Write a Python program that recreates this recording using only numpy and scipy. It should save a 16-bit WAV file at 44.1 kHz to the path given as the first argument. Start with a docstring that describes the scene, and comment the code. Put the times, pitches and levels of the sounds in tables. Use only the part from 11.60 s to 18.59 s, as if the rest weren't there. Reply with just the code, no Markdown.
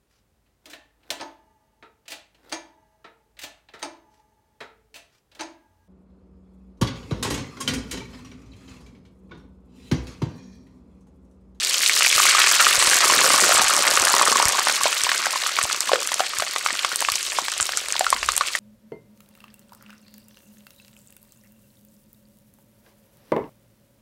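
"""A wet slab of pork, lowered into a wok of hot oil close to the microphone, sizzles as its water boils.
The bright sizzle, built of noise, steam jets and swarms of decaying bubble tones, swells into a rolling
boil, then thins to single pops (ringing cavities with spray) and snaps (very short bursts of droplets).
The wok's resonances colour the frying, a small kitchen adds a short tail and air rumbles by the stove.
A few flying droplets thump on the microphone, and a limiter holds down the sharpest snaps."""
import sys
import numpy as np
from scipy import signal
from scipy.fft import rfft, irfft, next_fast_len
from scipy.io import wavfile
from scipy.ndimage import uniform_filter1d, minimum_filter1d, map_coordinates

SR = 44100
rng = np.random.default_rng(int(sys.argv[2]) if len(sys.argv) > 2 else 0)


def generate_wav(sig):
    """Save sig (samples, or channels by samples) to the path in sys.argv[1] as 16-bit PCM at SR."""
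    pcm = np.round(np.clip(np.atleast_2d(sig).T, -1, 1) * 32767).astype(np.int16)
    wavfile.write(sys.argv[1], SR, pcm)


N = 308259  # samples

# Every level below is relative: each source adds its own offset.
# How hard the oil works: time_s, deep_boil_db, bubbling_db, fizz_db
OIL_ACTIVITY = [(0.0, -51, -26, -24.5), (0.17, -46, -39, -22), (0.51, -44.5, -33, -19.5),
                (0.59, -39, -21.5, -18.5), (0.8, -48, -20, -18), (1.0, -39, -23.5, -19),
                (1.3, -33, -20.5, -20), (1.65, -28, -20, -19.5), (1.93, -28.5, -21.5, -20),
                (2.3, -31.5, -23.5, -23.5), (2.52, -28, -21.5, -23), (2.92, -35, -23, -25),
                (3.25, -46, -30.5, -24.5), (3.62, -44, -26.5, -27.5), (4.17, -44.5, -34.5, -29.5),
                (4.83, -46.5, -36, -31), (5.3, -48, -33, -30.5), (5.66, -47.5, -43, -28),
                (6.01, -47.5, -38, -31.5), (6.99, -48, -43, -31.5)]
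# Bubbles grow as the meat sinks and come more singly as it dries: time_s, pitch_hz, relative_scatter_db
FOAM_BUBBLES = [(0, 3030, -3), (.35, 2550, 0.5), (.8, 2110, 3.5), (1.5, 1860, 3), (2.7, 1514, 5),
                (3.6, 1980, 3.5), (5, 2010, 8), (7, 2280, 4.5)]
# The strongest steam jets spitting through the foam: start_s, level_db, pitch_hz
STEAM_JETS = [(0.2613, -6.5, 3400), (0.816, 2, 2580), (0.87, -10, 2760), (3.3277, -12.5, 2700),
              (3.4444, -15, 3450), (5.191, -12.5, 3000), (5.6068, -17.5, 3280), (6.3648, -13, 3340),
              (6.8833, -15.5, 2970)]
# The largest steam bubbles bursting: start_s, level_db, pitch_hz, spray_db (on top of level), life_cycles
BIG_BUBBLES = [(0.296, -5, 2200, -13, 17), (0.408, -13, 2010, -0.5, 17), (0.4233, 3, 2580, -19, 8.7),
               (0.4495, -8, 1890, -17, 19), (0.4643, -1, 2380, -28, 17), (0.5803, -12, 1210, -3, 22),
               (0.6542, -7, 2020, -7, 12), (0.7496, -6, 1220, -4, 21), (0.7835, 2, 1990, -10, 8),
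               (0.8405, -14, 1700, 3, 11), (0.915, -9, 1620, -13, 21), (0.9977, 2.5, 1330, 0, 17),
               (1.0672, -8, 1240, -4, 21), (1.2246, -8, 1070, -11, 9.6), (1.6571, -11, 660, -7, 8.3),
               (1.8927, -8, 650, -8, 5.9), (1.9111, -9.5, 680, -7, 7.9), (1.9933, 3, 1210, -9, 7.8),
               (2.277, -13, 1680, 6, 7.2), (2.5654, -2, 1100, -16, 7.4), (2.6137, -4, 1070, -22, 13),
               (2.7251, -7, 1140, -11, 17), (2.8287, -6, 1120, -18, 10), (3.071, -1, 890, -11, 6.1),
               (3.0973, -8.5, 1420, -4, 6.5), (3.256, -6.5, 663, -8, 7.1), (3.4909, -13, 1500, -3.5, 7.6),
               (3.5168, -9, 1390, -4.5, 9), (3.5487, -12, 1500, -12, 14), (3.6674, -10.5, 840, -8, 10),
               (3.988, -13.5, 1120, -0.5, 23), (4.0531, -12, 850, -16, 5.3), (4.111, -13.5, 1900, -5.5, 9),
               (4.1456, -12, 1420, -8, 9), (4.2935, -14.5, 1045, -13, 23), (4.3173, -4.5, 760, -12, 7),
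               (4.333, -2, 500, -8.5, 8.8), (4.3572, -12, 1380, -5, 9.2), (4.5183, -9, 1020, -6.5, 7.2),
               (4.5965, -8.5, 1300, -12, 9.7), (4.6042, -8.5, 746, -5, 12), (4.7988, -13, 1200, -4.5, 11),
               (4.8224, -16.5, 676, -3.5, 11), (4.9617, -2, 1160, -13.5, 2.8), (5.062, -7, 1220, -8, 11.4),
               (5.1056, -10.5, 1860, -8, 14), (5.2474, -14, 1164, 1.5, 22), (5.4235, -10.5, 950, -18, 8.1),
               (5.4495, -10, 2600, -20, 18), (5.4865, -10.5, 1144, -6.5, 16),
               (5.7868, -5.5, 1000, -12.5, 8.8), (5.883, -19, 1560, 1.5, 11), (6.0006, -7, 1280, -10, 3.5),
               (6.092, -12, 1400, -7.5, 6.1), (6.1355, -14, 1750, -13, 9.8), (6.1744, -16, 1400, -7, 14),
               (6.3557, -17, 950, -20, 10.5), (6.4089, -9, 760, -9, 15), (6.4663, -9, 1360, -10.5, 21),
               (6.5274, -3.5, 1050, -14, 17), (6.63, -16.5, 1910, 0.5, 12), (6.688, -8.5, 1190, -4.5, 19),
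               (6.81, -6.5, 1150, -6.5, 16), (6.9511, -9, 1900, -7.5, 18)]
# The loudest water droplets exploding at the surface: start_s, level_db, pitch_hz
BURSTING_DROPLETS = [(0.277, -3, 8350), (0.7982, -5, 6860), (1.1915, 8, 7600), (1.2667, 11, 8200),
                     (1.3085, 9, 7900), (1.3576, -7, 6100), (1.8037, 7, 6740), (1.9432, 5, 7900),
                     (2.3112, -2, 4800), (2.3673, -5, 5500), (2.4522, 5, 7600), (2.534, -3, 5850),
                     (2.8545, -5.5, 6440), (2.8837, 3, 7650), (3.2346, -5, 7500), (3.4363, -2, 6200),
                     (4.0292, -10, 7940), (4.0372, -9, 7700), (4.1286, -10.5, 6250), (4.2061, -8, 8500),
                     (4.4738, -12, 8040), (4.5418, -11, 7640), (4.7861, -9.5, 7540), (5.3589, -8, 10700),
                     (5.406, -8, 11100), (5.5001, -12.5, 4380), (5.5197, -4, 10000), (5.556, -12, 5600),
                     (6.0095, 1, 6900), (6.0276, -11.5, 7450), (6.1728, -3, 7300), (6.3243, -13.5, 5430),
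                     (6.394, -6, 8450), (6.5034, -2, 6300), (6.7197, -13, 7500), (6.7654, -9, 7300),
                     (6.7782, -2, 7940)]
# Flying droplets that land on the microphone: start_s, thump_db
DROPLET_IMPACTS = [(0.556, -37), (1.178, -33), (1.272, -36), (1.359, -40), (1.944, -37), (2.039, -37),
                   (2.403, -35), (2.855, -24.5), (2.884, -36), (3.235, -43), (3.436, -41), (4.038, -32),
                   (4.786, -42), (5.517, -38), (6.01, -35)]
# Rumble of the air around the stove: time_s, level_db
AIR_LEVEL = [(0.0, -67), (0.21, -72), (2.1, -61), (3.56, -83), (5.98, -64), (6.13, -64), (6.64, -51),
             (6.99, -67.5)]

# Spectra of the steam hiss, fine fizz, deep boil and air rumble: frequency_hz, gain_db
HISS_SPECTRUM = [(100, -43), (400, -8.5), (750, -22), (1100, -4.5), (2000, 0), (2800, 3.5), (3500, 1),
                 (4400, 4), (6000, 0), (8200, 0), (10000, -11.5), (12500, -17), (15500, -35)]
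FIZZ_SPECTRUM = [(300, -18), (1000, -17), (2000, 5), (3000, -16), (4400, -8), (6000, 2), (8200, 3),
                 (10000, -1.5), (12500, -14), (15500, -30)]
BOIL_SPECTRUM = [(20, -36), (70, -4.5), (160, -4), (350, -6), (560, -4.5), (800, -1.5), (1200, 4.5),
                 (2500, -20), (8000, -45)]
RUMBLE_SPECTRUM = [(15, -8), (35, 0), (62, 5), (85, -0.5), (120, -12), (250, -18), (600, -25), (3000, -60)]
# Colour of the steam wisp behind a snap: frequency_hz, gain_db
WISP_SPECTRUM = [(200, -33), (1000, -4.5), (2000, -5), (4400, -2.5), (8200, 7.5), (10000, -0.5),
                 (12500, -8.5), (15500, -34)]
# Colours of the spatter, the burbling foam, a pop's ring and its spray: frequency_hz, gain_db
SPATTER_SPECTRUM = [(500, -14), (4000, 0.5), (9000, -4.5)]
BURBLE_SPECTRUM = [(250, -17.5), (750, -4.0), (1100, -4.0)]
CAVITY_SPECTRUM = [(120, -11), (330, -3), (550, 0)]
SPRAY_SPECTRUM = [(200, -9.5), (1500, 17.5), (5000, 10.0), (8000, 4.5), (15000, -28)]

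# Resonances of the wok and the air in its bowl: centre_hz, width_hz, level_db
WOK_MODES = [(460, 70, -20), (588, 112, -1), (1155, 170, -7), (4350, 78, -11)]
# How long the kitchen rings, by frequency: frequency_hz, t60_s
KITCHEN_DECAY = [(200, 0.4), (1200, 0.13), (5000, 0.064), (15000, 0.093)]

TOP_HZ = 15750  # upper band limit
SUNK_S = 0.55  # the meat goes under and the oil starts to bubble


def sizzle():
    """Vaporisation: steam leaves in spurts; tiny bubbles fizz, larger ones burble, the largest churn the oil."""
    boil_db, bubble_db, fizz_db = curves(OIL_ACTIVITY)
    spurt = wobble(rate=170)
    # the finest fizz and the spatter need a wet surface, so they fade faster than the hiss
    wet_db = fizz_db + 0.45 * (fizz_db + 20)
    layers = hiss(spurt, fizz_db) + fizz(spurt, wet_db) + spatter(wet_db)
    layers = layers + bubbles(spurt, bubble_db) + boil(boil_db)
    return layers + sputter(count=1300) * amp(fizz_db - 3.5)


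def hiss(spurt, fizz_db):
    """Turbulence: escaping steam makes broadband noise, uneven in time and frequency."""
    steam = unit(patchy(coloured(rng.standard_normal(N), HISS_SPECTRUM), depth_db=3.0))
    flutter = amp(0.9 * spurt + 1.8 * wobble(rate=53))
    return steady(steam * flutter) * amp(fizz_db - 1.83)


def fizz(spurt, wet_db):
    """Resonance of tiny bubbles: a dense swarm of high tones merges into a fizz."""
    crackle = swarm(7000, octaves=1.5, life=9.9, scatter_db=6.5, count=14000, size=40)
    return steady(coloured(crackle, FIZZ_SPECTRUM) * amp(2.8 * spurt)) * amp(wet_db - 6.5)


def spatter(wet_db):
    """Impulsive radiation: sparse, quickly damped high tones are heard as ticks."""
    ticks = swarm(8400, octaves=0.62, life=3.8, scatter_db=2.5, count=560, size=60)
    return coloured(ticks, SPATTER_SPECTRUM) * amp(wet_db - 4.5)


def bubbles(spurt, bubble_db):
    """Bubble resonance: the larger the bubble, the lower its pitch, so growing foam burbles lower."""
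    bubble_hz, scatter_db = curves(FOAM_BUBBLES)
    burble = swarm(bubble_hz, octaves=1.074, life=13.7, scatter_db=0.69 * scatter_db, count=5000, size=400)
    burble = coloured(burble, BURBLE_SPECTRUM)
    return steady(burble * amp(1.8 * spurt + 2.7 * wobble(rate=96))) * amp(bubble_db - 2.5)


def boil(boil_db):
    """Bubble resonance at large size: low, strongly damped tones churn the oil."""
    scatter_db = curves(FOAM_BUBBLES)[1]
    churn = swarm(644, octaves=1.34, life=5.0, scatter_db=0.81 * scatter_db, count=2400, size=700)
    return steady(coloured(churn, BOIL_SPECTRUM)) * amp(boil_db)


def sputter(count):
    """Jet noise: many small steam jets sound, each at a pitch of its own."""
    s = rng.uniform(0, N / SR, count)
    hz = np.minimum(4200 * 2 ** (0.64 * rng.standard_normal(count)), 8500)
    strength = amp(3.0 * np.minimum(rng.exponential(size=count), 3))
    jets = strength[:, None] * jet(hz, swell=0.00094, width=0.57)
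    return steady(place(s, jets), size=12000)


def spits():
    """Jet noise: stronger steam jets stand out of the sizzle."""
    s, db, hz = np.vstack([STEAM_JETS, small_spits(count=90)]).T
    return place(s, amp(db - 2)[:, None] * jet(hz, swell=0.0012, width=0.96))


def pops():
    """Cavity resonance: a big bubble tears open with a tick, rings for a few cycles and throws a short spray."""
    s, db, hz, spray_db, life = np.vstack([BIG_BUBBLES, small_pops(count=80)]).T
    t = np.arange(3600) / SR
    tone = ring(hz, life, onset=0.5, rise=0.018, size=len(t)) * amp(db + 6)[:, None]
    # the spray dies over milliseconds, the tick much faster
    decay = np.exp(-t / 0.0039) + 1.03 * np.exp(-t / 0.00031)
    tear = rng.standard_normal(tone.shape) * decay * amp(db + spray_db - 6.5)[:, None]
    spray = filtered(place(s, tear), lambda hz: amp(along(SPRAY_SPECTRUM, hz)))
    cavity = filtered(place(s - 0.0002, tone), lambda hz: amp(along(CAVITY_SPECTRUM, hz)))
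    return cavity + spray


def snaps():
    """Explosive boiling: a droplet bursts in a brief crack, sharper at higher pitch, trailing a wisp of steam."""
    s, db, hz = np.vstack([BURSTING_DROPLETS, small_snaps(count=115)]).T
    t = np.arange(400) / SR
    life = 8 * (6500 / hz) ** 2  # cycles
    crack = ring(hz, life, onset=0.43, rise=0.066, size=len(t)) * (hz / 6500)[:, None]
    decay = 0.35 * np.exp(-t / 0.0007) + 0.067 * np.exp(-t / 0.0019)
    wisp = rng.standard_normal(crack.shape) * decay
    strength = amp(db + 13.0)[:, None]
    steam = filtered(place(s, strength * wisp), lambda hz: amp(-2.5 + along(WISP_SPECTRUM, hz)))
    return place(s, strength * crack) + steam


def small_spits(count):
    """Steam supply: lesser jets come at an even pace and weaken with the fizz; rows like STEAM_JETS."""
    s, db = chance(curves(OIL_ACTIVITY)[2], crowding=0, level_db=-16.5, follow=0.64, scatter_db=3.5,
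                   count=count, start_s=0.2)
    return np.column_stack([s, db, 3400 * 2 ** (0.78 * rng.uniform(-1.1, 1, count))])


def small_pops(count):
    """Size sets pitch: lesser bursts follow the bubbling, a little larger than the foam; rows like BIG_BUBBLES."""
    s, db = chance(curves(OIL_ACTIVITY)[1], crowding=0.6, level_db=-16.5, follow=0.56, scatter_db=4.5,
                   count=count, start_s=SUNK_S)
    size, spray, damping = rng.uniform(-1.11, 1, (count, 3)).T
    foam_hz = np.interp(s, *np.transpose(FOAM_BUBBLES)[:2])
    hz = 0.78 * foam_hz * 2 ** (0.57 * size)
    return np.column_stack([s, db, hz, -6.0 + 2.7 * spray, 16.5 * 2 ** (0.45 * damping)])


def small_snaps(count):
    """Ejection: the boil throws up lesser droplets; rows like BURSTING_DROPLETS."""
    s, db = chance(curves(OIL_ACTIVITY)[0], crowding=0.6, level_db=-13.5, follow=0.73, scatter_db=4.5,
                   count=count, start_s=0.16)
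    return np.column_stack([s, db, 6400 * 2 ** (0.34 * rng.uniform(-1.1, 1, count))])


def chance(drive_db, crowding, level_db, follow, scatter_db, count, start_s=0):
    """Random arrivals: as the drive grows, events come denser (crowding) and louder (follow)."""
    effort_db = drive_db - drive_db.mean()
    due = np.cumsum(amp(crowding * effort_db) * (np.arange(N) >= start_s * SR))
    slot, luck = rng.random((count, 2)).T
    # one event in each equal share of the accumulated rate
    at = np.searchsorted(due / due[-1], (np.arange(count) + slot) / count)
    return at / SR, level_db + follow * effort_db[at] + scatter_db * (2 * luck - 1)


def swarm(centre_hz, octaves, life, scatter_db, count, size):
    """Superposition: many bubbles at random moments, most faint and a few strong, spread about the centre."""
    at = rng.integers(0, N, count)
    hz = np.broadcast_to(centre_hz, N)[at] * 2 ** (octaves * rng.triangular(-1, 0, 1, count))
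    level_db = np.broadcast_to(scatter_db, N)[at] * np.minimum(rng.exponential(size=count), 4.5)
    strength = amp(level_db) * rng.choice([-1, 1], count)
    tones = ring(np.minimum(hz, TOP_HZ), life, onset=0.34, rise=0.021, size=size)
    return place(at / SR, strength[:, None] * tones)


def ring(hz, life, onset, rise, size):
    """Damped oscillation: tones swell over onset cycles, fall 60 dB in life cycles and rise in pitch."""
    cycles = hz[:, None] * np.arange(size) / SR
    age = cycles / np.reshape(life, (-1, 1))
    envelope = np.exp(-np.log(1000) * age) * (1 - np.exp(-cycles / onset))
    return np.sin(2 * np.pi * cycles * (1 + rise * age)) * envelope


def jet(hz, swell, width, size=560):
    """Filtered turbulence: noise in a resonance of relative width, its envelope peaking near swell seconds."""
    f, centre = np.fft.rfftfreq(size, 1 / SR), hz[:, None]
    loss = 1j * f * centre * width
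    band = loss / (centre ** 2 - f ** 2 + loss)
    noise = irfft(rfft(rng.standard_normal((len(hz), size))) * band ** 2, size)
    u = np.arange(size) / SR / (swell * rng.lognormal(0, 0.11, (len(hz), 1)))
    return noise / noise.std(axis=1, keepdims=True) * u * np.exp(1 - u)


def patchy(x, depth_db):
    """Random modulation: the level scatters in patches some milliseconds long and about a kilohertz wide."""
    z = signal.stft(x, nperseg=128)[2]
    field = uniform_filter1d(rng.standard_normal(z.shape), size=5, axis=0)
    field = uniform_filter1d(field, size=5, axis=1)
    return signal.istft(z * amp(depth_db * unit(field)), nperseg=128)[1][:N]


def thumps(low_hz=55, high_hz=130):
    """Pressure leakage: each droplet on the microphone gives a soft push that swings back."""
    s, db = np.transpose(DROPLET_IMPACTS)

    def port(f):
        return (1j * f / (low_hz + 1j * f)) ** 3 / (1 + 1j * f / high_hz) ** 4

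    return filtered(place(s, amp(db + 56.5)[:, None]), port)


def wok(x, low_hz=170):
    """Resonance and reflection: the bowl rings, its wall returns a dull echo, and bubbles radiate little bass."""
    def bowl(f):
        return 1 + sum(amp(db) * 1j * f * w / (c * c - f * f + 1j * f * w) for c, w, db in WOK_MODES)

    def wall(f):
        return 1 + 0.04 * np.exp(-2j * np.pi * f * 0.00267) / (1 + 1j * f / 2200)

    return filtered(x, lambda f: amp(-1.46) * bowl(f) * wall(f) * 1j * f / (low_hz + 1j * f))


def kitchen(x):
    """Reverberation: a short diffuse tail whose decay time depends on frequency, longest in the bass."""
    hz, t, z = signal.stft(rng.standard_normal(SR // 3), SR, nperseg=256)
    decay = np.exp(-np.log(1000) * t / along(KITCHEN_DECAY, hz)[:, None])
    tail = signal.istft(z * decay, SR, nperseg=256)[1]
    delayed = np.pad(tail, (SR // 200, 0))  # 5 ms
    return signal.fftconvolve(x, delayed / np.linalg.norm(tail))[:N]


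def rumble():
    """Air flow: low noise comes in uneven puffs as air moves by the stove."""
    puffs = coloured(rng.standard_normal(N), RUMBLE_SPECTRUM) * amp(2.8 * wobble(rate=18))
    return unit(puffs) * amp(curves(AIR_LEVEL)[0] + 2.5)


def amp(db):
    """Logarithmic level: decibels to amplitude gain."""
    return 10 ** (np.asarray(db) / 20)


def unit(x):
    """Mean power: x scaled to rms 1."""
    return x / np.sqrt(np.mean(x ** 2) + 1e-20)


def steady(x, size=6000):
    """Short-term power: x with its slow level evened out to rms 1 over size samples."""
    return x / np.sqrt(np.abs(uniform_filter1d(x ** 2, size)) + 1e-9)


def along(points, hz):
    """Logarithmic pitch: (Hz, value) points read on a log frequency axis."""
    f, v = np.transpose(points)
    return np.interp(np.log(hz + 1), np.log(f), v)


def curves(rows):
    """Linear interpolation: one value per sample for each column after the time."""
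    s, *cols = np.transpose(rows)
    return [np.interp(np.arange(N) / SR, s, c) for c in cols]


def wobble(rate):
    """Slow fluctuation: a random curve with straight lines between rate knots a second."""
    return map_coordinates(rng.standard_normal(4096), [np.arange(N) * rate / SR], order=1, mode="wrap")


def filtered(x, response):
    """Linear filtering: the spectrum of x times a complex response of frequency."""
    m = next_fast_len(N + SR // 4)
    return irfft(rfft(x, m) * response(np.fft.rfftfreq(m, 1 / SR)), m)[:N]


def coloured(x, spectrum):
    """Spectral shaping: x through a (Hz, dB) spectrum, at rms 1."""
    return unit(filtered(x, lambda hz: amp(along(spectrum, hz))))


def place(starts, sounds):
    """Superposition: the sum of rows of sound, each from its start in seconds."""
    index = np.round(np.abs(starts) * SR).astype(int)[:, None] + np.arange(sounds.shape[1])
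    return np.bincount(index.ravel(), sounds.ravel(), N)[:N]


def scene():
    """Superposition of the frying in its wok, the room's tail, the droplet thumps and the air rumble."""
    pan = wok(sizzle() + spits() + pops() + snaps())
    return (pan + amp(-15.5) * kitchen(pan) + thumps() + rumble())[None]


def limiter(x, ceiling_db, size=90):
    """Gain reduction: the level ducks for a few milliseconds around every peak above the ceiling."""
    needed = np.minimum(1, amp(ceiling_db) / (np.abs(x) + 1e-9))
    return x * uniform_filter1d(minimum_filter1d(needed, 2 * size), size)


def record(dry):
    """Peak limiting, then band limiting: nothing passes from TOP_HZ up."""
    return filtered(limiter(dry[0], ceiling_db=-1.27), lambda hz: hz < TOP_HZ)[None]


dry = scene()
out = record(dry)
generate_wav(out)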